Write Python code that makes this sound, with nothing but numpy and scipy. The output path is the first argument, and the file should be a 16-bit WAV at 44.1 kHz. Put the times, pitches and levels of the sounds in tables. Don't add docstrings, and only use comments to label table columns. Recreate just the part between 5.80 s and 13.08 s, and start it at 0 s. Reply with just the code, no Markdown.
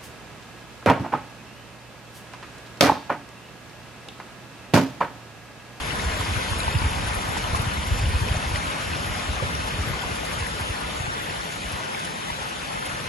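import sys
import numpy as np
from scipy import signal
from scipy.fft import rfft, irfft
from scipy.io import wavfile
from scipy.ndimage import uniform_filter1d

SR = 44100
rng = np.random.default_rng(int(sys.argv[2]) if len(sys.argv) > 2 else 0)


def wav_record(signal):
    frames = np.transpose(np.atleast_2d(signal))
    bounded = np.clip(frames, -1, 1)
    quanta = np.round(bounded * 32767).astype(np.int16)
    wavfile.write(sys.argv[1], SR, quanta)


def volts_from_decibels(level):
    exponent = np.asarray(level, float) / 20
    return 10 ** exponent


N = 321048

# start_s, level_db, facing [1] (how squarely the ports face the spray)
WATER_PAN = [(0.0, -34.5, -0.19), (0.5, -34.5, 0.94), (1.2, -34, -0.31), (2.0, -34.5, -0.3),
             (2.6, -34.5, 0.33), (3.4, -35, 0.094), (4.1, -35, -0.63), (4.8, -37, 0.8), (5.5, -37.5, 0.43),
             (6.2, -38, 0.38), (7.28, -38, 0.49)]
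# freq_hz, level_db [dB per Hz]
MID_COLOUR = [(330, 0.5), (1200, -2.5), (1700, -2), (2600, -3), (4000, -10), (5200, -12.5), (5800, -14.5),
              (7400, -14.5), (8000, -20.5), (8400, -28), (9000, -18.5), (9600, -15), (11650, -17),
              (11950, -58)]
# freq_hz, level_db [dB per Hz]
SIDE_COLOUR = [(330, -2.5), (600, 0), (950, 1), (1500, 1.5), (2400, -8), (3400, -6), (4900, -15),
               (5750, -9.5), (6350, -21), (7250, -24), (7600, -14), (8200, -10.5), (9500, -14.5),
               (10300, -22)]
# freq_hz, in_phase [1], quarter_cycle [1]
SIDE_TIE = [(330, 0.0086, 0.2), (550, 0.33, 0.12), (1290, 0.22, 0.37), (1900, 0.34, -0.069),
            (2920, 0.3, 0.083), (4130, 0.39, -0.19), (5200, 0.42, 0.7), (6050, 0.28, -0.16),
            (7600, 0.043, -0.31), (7950, 0.14, 0.24), (8480, -0.44, 0.04), (9500, 0.07, 0.56),
            (10200, 0.02, 0.015)]
# peak_s, swell_db
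SPRAY_BURSTS = [(0.249, 3), (0.407, 2), (0.802, 3), (1.282, 4), (1.349, 0.5), (1.58, 5), (1.765, 5.5),
                (2.076, 3), (2.187, 3), (2.762, 3.5), (2.831, 1), (3.878, 4), (4.021, 3), (4.08, 2.1),
                (4.358, 3.5), (4.452, 4.5), (4.537, 3.5), (4.603, 3), (5.722, 3), (5.923, 3), (6.198, 2.6),
                (6.253, 5), (6.927, 2.5), (7.061, 4)]
# start_s, peak_db
MIST_SPITS = [(0.0623, -34), (0.4618, -35), (0.5414, -33), (0.7058, -30), (0.7906, -27), (1.1044, -34),
              (1.3448, -24), (1.3674, -33), (1.4162, -33), (1.4874, -31), (1.5234, -32), (1.6916, -37),
              (1.8143, -32), (1.935, -31), (2.0138, -35), (2.2373, -40), (2.2847, -28), (2.5366, -37),
              (2.6668, -41), (3.2595, -32), (4.2168, -30), (4.6653, -26), (4.8025, -30), (5.0015, -32),
              (5.3253, -33), (7.0609, -32)]
# time_s, pitch_hz, strength [1]
HOLLOW_NOTE = [
    (0, 980, .6),
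    (.6, 960, .7),
    (.9, 930, 1.7),
    (1.3, 960, .8),
    (1.7, 950, 1.1),
    (2.2, 900, .6),
    (2.6, 890, 0.27),
    (3.5, 950, 0.32),
    (5, 900, .2),
]
# freq_hz, width_hz, depth_db
ECHO_DIPS = [
    (726, 36, -1.5),
    (1223, 56, -0.5),
    (1650, 60, -1.5),
]
# centre_s, freq_hz, spread_s
BAND_LULLS = [(.8, 6050, .025), (.95, 6140, 0.035), (.96, 730, 0.023), (1.38, 1650, 0.022),
              (1.82, 1630, 0.014), (2.03, 1650, 0.029), (2.28, 1260, 0.043), (2.4, 740, 0.033),
              (2.6, 8350, 0.087), (2.9, 730, .025), (3.25, 8500, .09), (3.76, 1050, 0.024),
              (4.2, 8450, 0.14), (4.64, 1320, 0.018), (5.25, 5550, 0.023), (5.49, 1190, 0.017),
              (5.72, 1200, 0.022), (5.81, 1650, 0.032), (6.17, 4000, .025), (6.22, 1240, 0.027),
              (6.36, 1470, 0.027), (6.5, 1440, .02), (6.57, 1270, .015), (6.78, 2480, .015),
              (6.88, 1370, 0.024), (7.0, 1480, .025)]
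# freq_hz, level_db [dB per Hz]
ROAR_COLOUR = [(53, -73), (90, -4.5), (166, 0), (275, -6.5), (353, -10.5), (400, -26), (520, -57),
               (880, -120)]
# time_s, level_db
GUSTS = [(0.0, -35.5), (0.35, -33.5), (0.55, -39.5), (1.1, -30.5), (1.44, -37), (1.86, -35.5),
         (2.27, -26.5), (2.86, -38), (2.96, -50), (3.1, -38), (3.7, -35), (4.4, -41), (4.72, -38.5),
         (5.21, -40.5), (5.54, -46), (5.88, -52), (6.18, -53), (7.28, -43.5)]
# freq_hz, level_db [dB per Hz]
RUMBLE_COLOUR = [(12, -44), (20, -57), (43, 3), (65, 3.5), (96, -2), (209, -22.5), (250, -19), (320, -25),
                 (550, -120)]
# centre_s, peak_db, pitch_hz, length_s
STRONG_EDDIES = [(0.272, -15.5, 64.4, 0.059), (0.408, -17.5, 99, 0.032), (0.511, -18.5, 83, 0.076),
                 (0.571, -16.5, 98, 0.027), (0.72, -14, 84, 0.019), (0.884, -19, 70.6, 0.025),
                 (0.961, -10, 108, 0.031), (1.02, -14, 85, 0.018), (1.061, -9.5, 68.5, 0.041),
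                 (1.279, -17, 75, 0.017), (1.735, -15, 86, 0.011), (1.801, -10.5, 102, 0.013),
                 (1.875, -15.5, 112, 0.026), (2.123, -9, 80.5, 0.029), (2.243, -14.5, 79.4, 0.022),
                 (2.297, -14, 67.6, 0.025), (2.355, -8.5, 70, 0.025), (2.425, -12, 99, 0.026),
                 (2.569, -12, 90, 0.0095), (2.719, -18, 74.4, 0.012), (2.748, -16, 70, 0.024),
                 (3.305, -18.5, 90, 0.016), (3.501, -15.5, 68.6, 0.035), (3.633, -19, 102, 0.03),
                 (4.005, -15.5, 78, 0.05), (4.105, -17, 120, 0.021), (4.619, -20, 86, 0.046),
                 (4.816, -20, 84, 0.026), (5.208, -17, 97, 0.015), (5.939, -25.5, 83, 0.048)]
# centre_s, peak_db, pitch_hz, length_s
LESSER_EDDIES = [(0.063, -23, 107, 0.0085), (0.132, -23, 107, 0.012), (0.772, -19, 62, 0.035),
                 (0.869, -19, 71, 0.022), (1.115, -17, 67, 0.013), (1.168, -23, 67, 0.015),
                 (1.25, -19, 88, 0.014), (1.334, -25, 78, 0.025), (1.372, -17, 63, 0.014),
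                 (1.491, -19, 107, 0.01), (1.649, -18, 87, 0.011), (1.704, -16.5, 73, 0.011),
                 (1.763, -16, 75, 0.016), (1.987, -20, 62, 0.019), (2.075, -20, 73, 0.014),
                 (2.201, -15, 76, 0.019), (2.272, -17, 96, 0.011), (2.456, -21, 80, 0.008),
                 (2.516, -9, 95, 0.011), (2.648, -26, 70, 0.022), (2.785, -19.5, 76, 0.014),
                 (2.84, -22, 90, 0.0063), (2.871, -27, 74, 0.02), (3.072, -24, 72, 0.025),
                 (3.115, -24, 70, 0.011), (3.161, -20, 116, 0.009), (3.205, -21, 98, 0.011),
                 (3.361, -29, 81, 0.015), (3.453, -26, 121, 0.012), (3.576, -21, 76, 0.017),
                 (3.664, -21, 109, 0.019), (3.744, -22, 120, 0.011), (3.804, -22, 79, 0.026),
                 (3.943, -26, 84, 0.012), (4.077, -16, 126, 0.008), (4.153, -28, 86, 0.009),
                 (4.256, -23, 81, 0.016), (4.32, -22, 90, 0.017), (4.578, -23, 118, 0.007),
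                 (4.904, -25.5, 102, 0.012), (5.098, -28, 94, 0.006), (5.242, -22, 79, 0.017),
                 (5.283, -20, 103, 0.0073), (5.508, -27, 88, 0.02), (5.859, -25, 62, 0.053),
                 (6.519, -24, 82, 0.011), (6.954, -26, 122, 0.012), (7.146, -33, 111, 0.008)]
# centre_s, pitch_hz, left_db, right_db
LARGE_PLOPS = [(0.109, 2780, -14, -36), (0.197, 1820, -23, -36), (0.413, 990, -30, -13.5),
               (0.566, 1470, -16, -37), (0.735, 1070, -15, -38), (0.805, 3900, -13.5, -29),
               (0.833, 4460, -21, -30), (0.883, 914, -10, -12), (0.926, 4300, -20, -43),
               (0.988, 4700, -18, -29), (1.57, 870, -39, -13.5), (1.643, 2980, -17, -24),
               (1.75, 1106, -7.5, -13), (1.808, 2470, -20, -39), (2.214, 4651, -28, -25),
               (2.258, 2842, -18, -25), (2.487, 2500, -19, -19), (2.76, 1930, -15, -17),
               (3.135, 2640, -20, -23), (3.602, 1130, -15, -40), (3.628, 525, -18, -18),
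               (3.879, 840, -18, -38), (4.194, 3000, -19, -43), (4.221, 3200, -21, -43),
               (4.627, 1010, -31, -18), (4.668, 1910, -16.5, -29), (5.272, 810, -20, -29),
               (5.502, 2670, -22, -21), (6.149, 2200, -18, -26), (6.504, 935, -16, -16)]
# centre_s, pitch_hz, left_db, right_db
LESSER_PLOPS = [(0.197, 3704, -27, -48), (0.247, 6202, -40, -41), (0.321, 4070, -29, -49),
                (0.409, 7000, -36, -36), (0.451, 5082, -31, -33), (0.726, 1620, -24, -43),
                (0.93, 5070, -35, -34), (0.952, 2740, -29, -31), (1.042, 1620, -33, -31),
                (1.133, 2650, -34, -44), (1.193, 7149, -40, -49), (1.348, 7500, -39, -42),
                (1.547, 6546, -39, -45), (1.573, 1800, -30, -27), (1.765, 6150, -37, -41),
                (1.795, 3618, -29, -33), (1.849, 7494, -42, -38), (2.074, 7063, -40, -48),
                (2.273, 5300, -35, -42), (2.487, 5082, -34, -33), (2.551, 603, -28, -33),
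                (2.561, 7321, -38, -46), (2.57, 6115, -28, -41), (2.759, 7200, -36, -35),
                (2.759, 2900, -34, -29), (2.76, 4393, -35, -32), (2.788, 4048, -32, -45),
                (2.789, 5685, -36, -51), (3.397, 4000, -30, -45), (3.753, 5512, -26, -38),
                (3.802, 947, -36, -29), (3.902, 1723, -32, -35), (4.609, 4048, -32, -47),
                (5.01, 4737, -38, -50), (5.223, 5771, -44, -40), (5.499, 1820, -32, -29),
                (5.523, 3640, -39, -34), (5.611, 5771, -34, -44), (5.844, 7407, -42, -37),
                (6.104, 947, -34, -28.5), (6.142, 5168, -37, -37), (6.251, 6718, -41, -41),
                (6.413, 6288, -40, -50), (6.758, 6374, -41, -51), (6.95, 6891, -42, -54),
                (7.027, 1370, -23, -29), (7.062, 7407, -40, -35), (7.184, 5857, -36, -52)]
# freq_hz, depth_db
SURVIVAL = [(300, 38), (1000, 27), (3000, 20), (5300, 20.5), (7000, 13.5), (9000, 11), (11300, 13),
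            (11800, -8)]
# freq_hz, gap_db
THINNING_GAP = [(300, 30), (600, 11), (1000, 10), (1500, 9), (2000, 9), (3000, 8), (4000, 6), (6000, 5),
                (7000, 5), (8400, 10.5), (9200, 4), (11000, 3)]


def evened(x):
    return x / np.sqrt(np.mean(abs(x) ** 2) + 1e-20)


def read(rows, at, log=True):
    x, *columns = np.transpose(rows)
    warp = np.log1p if log else np.asarray
    return np.array([np.interp(warp(at), warp(x), c) for c in columns])


def add(mix, s, sound):
    part = mix[max(round(s * SR), 0):][:len(sound)]
    part += sound[:len(part)]


def bell(x, centre, width):
    return np.exp(-.5 * ((x - centre) / width) ** 2)


def drift(t, slow_hz, fast_hz):
    rates = np.geomspace(slow_hz, fast_hz, 30)
    return evened(sum(np.sin(2 * np.pi * (f * t + rng.random())) / np.sqrt(f) for f in rates))


def blotches(shape, bands, frames):
    across = uniform_filter1d(rng.standard_normal(shape), bands, 0)
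    return evened(uniform_filter1d(across, frames, 1))


def tinted(colour):
    hz = np.fft.rfftfreq(N, 1 / SR)
    return evened(irfft(rfft(rng.standard_normal((2, N))) * volts_from_decibels(read(colour, hz)[0]), N))


def bubble(hz, cycles, glide=.05):
    u = np.arange(round(4 * cycles / hz * SR)) * hz / SR / cycles
    shape = (1 - np.exp(-u / 0.096)) * np.exp(-u)
    return shape / shape.max() * np.sin(2 * np.pi * cycles * (u + glide * u ** 2))


def froth(per_s=5000, spread_db=2.0, cycles=8.0, share=0.2):
    swarm = np.zeros((2, N))
    pitches = np.geomspace(400, 11500, 20)
    for hz in pitches:
        count = round(per_s * hz / pitches.sum() * N / SR)
        births = np.zeros((2, N))
        sizes = volts_from_decibels(spread_db * np.minimum(rng.exponential(1, (2, count)), 3))
        np.put_along_axis(births, rng.integers(0, N, (2, count)), sizes, 1)
        ringing = signal.oaconvolve(births, bubble(hz, cycles)[None], axes=1)[:, :N]
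        swarm += evened(ringing) * np.sqrt(hz)
    return np.sqrt(share) * evened(swarm) + np.sqrt(1 - share) * rng.standard_normal((2, N))


def passing_spouts(hz, t):
    gurgle_db, facing = read(WATER_PAN, t, log=False)
    far_db = -35 - gurgle_db
    rush_db = 0.11 * far_db + 1.2 * facing
    spray_db = 0.17 * far_db + 1.2 * facing
    gurgle, rush, spray = read(np.column_stack([(900, 3000, 9000), np.eye(3)]), hz)
    level_db = gurgle_db + rush * rush_db + spray * spray_db
    jet_db = -2.7 * bell(t, 2.4, .55)
    width_db = gurgle * 0.8 * far_db + rush * jet_db
    return level_db, width_db, facing


def hollow_trough(hz, t):
    hollow_hz, strength = read(HOLLOW_NOTE, t, log=False)
    nearness = np.clip((read(WATER_PAN, t, log=False)[0] + 37.5) / 5, .2, 1)
    return nearness * strength * 4.6 * bell(hz, hollow_hz, 100)


def spray_on_stone(hz, t, airy, flicker_db=0.42, splash_s=0.0079, spit_s=.006):
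    bursts_db = sum(db * bell(t, s, splash_s) for s, db in SPRAY_BURSTS)
    spits_db = sum(max(db + 38.5, 0) * bell(t, s + .005, spit_s) for s, db in MIST_SPITS)
    return airy * (bursts_db + flicker_db * drift(t, 3, 40)) + spits_db / (1 + (9400 / (hz + 1)) ** 8)


def cancellation(hz, t):
    dips_db = sum(db * bell(hz, f, width) for f, width, db in ECHO_DIPS)
    for s, lull_hz, spread_s in BAND_LULLS:
        dips_db = dips_db - 10 * bell(hz, lull_hz, 49.5 + .035 * lull_hz) * bell(t, s, spread_s)
    return dips_db


def pouring(patchy_db=1.0, streaky_db=1.73, ragged_db=6.0):
    hz, t, (common, other) = signal.stft(froth(), SR, nperseg=512, noverlap=384)
    hz = hz[:, None]
    airy = np.clip(hz / 7000, .05, 1.2)
    level_db, width_db, facing = passing_spouts(hz, t)
    level_db = level_db + hollow_trough(hz, t) + spray_on_stone(hz, t, airy)
    lively = volts_from_decibels(level_db + patchy_db * blotches(common.shape, 8, 18))

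    in_phase, quarter_cycle = read(SIDE_TIE, hz)
    tie = in_phase + 1j * quarter_cycle
    differing = tie * common + np.sqrt(np.clip(1 - abs(tie) ** 2, 0, 1)) * other
    inside = (hz > 200) * (hz < 11950) / (1 + (300 / (hz + 1)) ** 6)
    mid = common * lively * volts_from_decibels(read(MID_COLOUR, hz)[0] + 12.5) * inside
    side = differing * lively * volts_from_decibels(read(SIDE_COLOUR, hz)[0] + 11.5) * inside * (hz < 10320)

    wander = blotches(common.shape, 12, 50)
    streaks = evened(uniform_filter1d(rng.standard_normal((2, *common.shape)), size=16, axis=2))
    edge_db = np.clip((hz - 11400) / 400, 0, 1) * ragged_db * drift(t, 3.3, 20)
    notch_db = -1.9 * (1.55 - facing) * bell(hz, 8450, 420)
    narrow_dip_db = -9.9 * (abs(hz - 5490) < 110)
    mid = mid * volts_from_decibels(notch_db + streaky_db * streaks[0] + edge_db + cancellation(hz, t) - .8 * airy * wander)
    side = side * volts_from_decibels(streaky_db * streaks[1] + 1.4 * wander + narrow_dip_db + width_db)
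    return signal.istft(np.array([mid + side, mid - side]), SR, nperseg=512, noverlap=384)[1][:, :N]


def roar(rel_db=-3.0, apart_db=-7):
    gurgle_db = read(WATER_PAN, np.arange(N) / SR, log=False)[0]
    mid, side = tinted(ROAR_COLOUR) * volts_from_decibels(gurgle_db + rel_db)
    side = volts_from_decibels(apart_db) * side
    return np.array([mid + side, mid - side])


def wind(apart_db=-14.5, lumpy_db=2.5, sag=0.64, stretch=1.48):
    t = np.arange(N) / SR
    mid, side = tinted(RUMBLE_COLOUR)
    level = volts_from_decibels(read(GUSTS, t, log=False)[0] - 0.3)
    mid = mid * level * volts_from_decibels(lumpy_db * drift(t, 3.2, 23))
    side = side * level * volts_from_decibels(apart_db + 2.0 + 1.6 * drift(t, 2, 20))
    lesser = np.array(LESSER_EDDIES) + [0, -1.0, 0, 0.0056]
    for s, db, pitch_hz, core_s in [*STRONG_EDDIES, *lesser]:
        phase, lean = rng.random(2)
        length_s = stretch * core_s
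        u = np.linspace(-.5, .5, round(length_s * SR))
        turns = pitch_hz * length_s * (u - sag * u ** 2) + phase
        eddy = volts_from_decibels(db - 4.0) * np.cos(np.pi * u) ** 2 * np.sin(2 * np.pi * turns)
        add(mid, s - length_s / 2, eddy)
        add(side, s - length_s / 2 + 0.0035, volts_from_decibels(apart_db + 9.5) * (2 * lean - 1) * eddy)
    return np.array([mid + side, mid - side])


def near_bubbles(cycles=4.5, trim_db=-3.5, port_lag=18):
    out = np.zeros((2, N))
    lesser = np.array(LESSER_PLOPS) + [0, 0, 7.0, 7.0]
    for s, hz, left_db, right_db in [*LARGE_PLOPS, *lesser]:
        rings = cycles * np.sqrt(hz / 1000)
        start = s - 0.67 * rings / hz
        plop = volts_from_decibels(trim_db) * bubble(hz, rings, glide=0.012)
        add(out[0], start, volts_from_decibels(left_db) * plop)
        add(out[1], start + port_lag / SR, volts_from_decibels(right_db) * plop)
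    return out


def coarse_partials(x, waver_db=4.0, dead=0.7, scraps_db=-3.0, block=1024, offset=207):
    n, k = np.arange(2 * block)[:, None] + .5, np.arange(block) + .5
    window = np.sin(np.pi * n / 2 / block)
    basis = window * np.cos(np.pi / block * (n + block / 2) * k) * np.sqrt(2 / block)
    lead, count = 2 * block - offset, N // block + 4
    pair = np.array([x[0] + x[1], x[0] - x[1]]) / 2
    pair = np.pad(pair, ((0, 0), (lead, (count + 1) * block - lead - N)))
    halves = pair.reshape(2, -1, block)
    lines = np.concatenate([halves[:, :-1], halves[:, 1:]], 2) @ basis
    near = uniform_filter1d(uniform_filter1d(lines ** 2, size=9, axis=2), size=2, axis=1) ** .5
    loud = uniform_filter1d(near.max(0), size=60, axis=1) + 1e-9
    hz = k * SR / 2 / block
    waver = uniform_filter1d(rng.standard_normal((count, block // 16)), size=3, axis=0).repeat(16, 1)
    mood = uniform_filter1d(rng.standard_normal((count, block // 8)), size=2, axis=0).repeat(8, 1)
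    weak = near < near[::-1] * volts_from_decibels(5 * mood - read(THINNING_GAP, hz)[0])
    weak |= (waver > 1.05) * (hz > 3300) * (near < loud)
    depth_db = np.where(weak, scraps_db, -read(SURVIVAL, hz)[0])
    step = loud * volts_from_decibels(waver_db * waver + depth_db) / dead
    rounded = step * np.sign(lines) * np.floor(abs(lines) / step + 1 - dead)
    back = rounded @ basis.T
    joined = (back[:, 1:, :block] + back[:, :-1, block:]).reshape(2, -1)
    mid, side = joined[:, lead - block:][:, :N]
    return np.array([mid + side, mid - side])


def scene():
    return pouring() + roar() + wind() + near_bubbles()


def roll_off(x):
    return signal.sosfilt(signal.butter(12, 12230, fs=SR, output="sos"), x)


def record(dry):
    low_cut = signal.butter(2, 25, "high", fs=SR, output="sos")
    mix = coarse_partials(signal.sosfilt(low_cut, dry))
    return roll_off(mix)


dry = scene()
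out = record(dry)
wav_record(out)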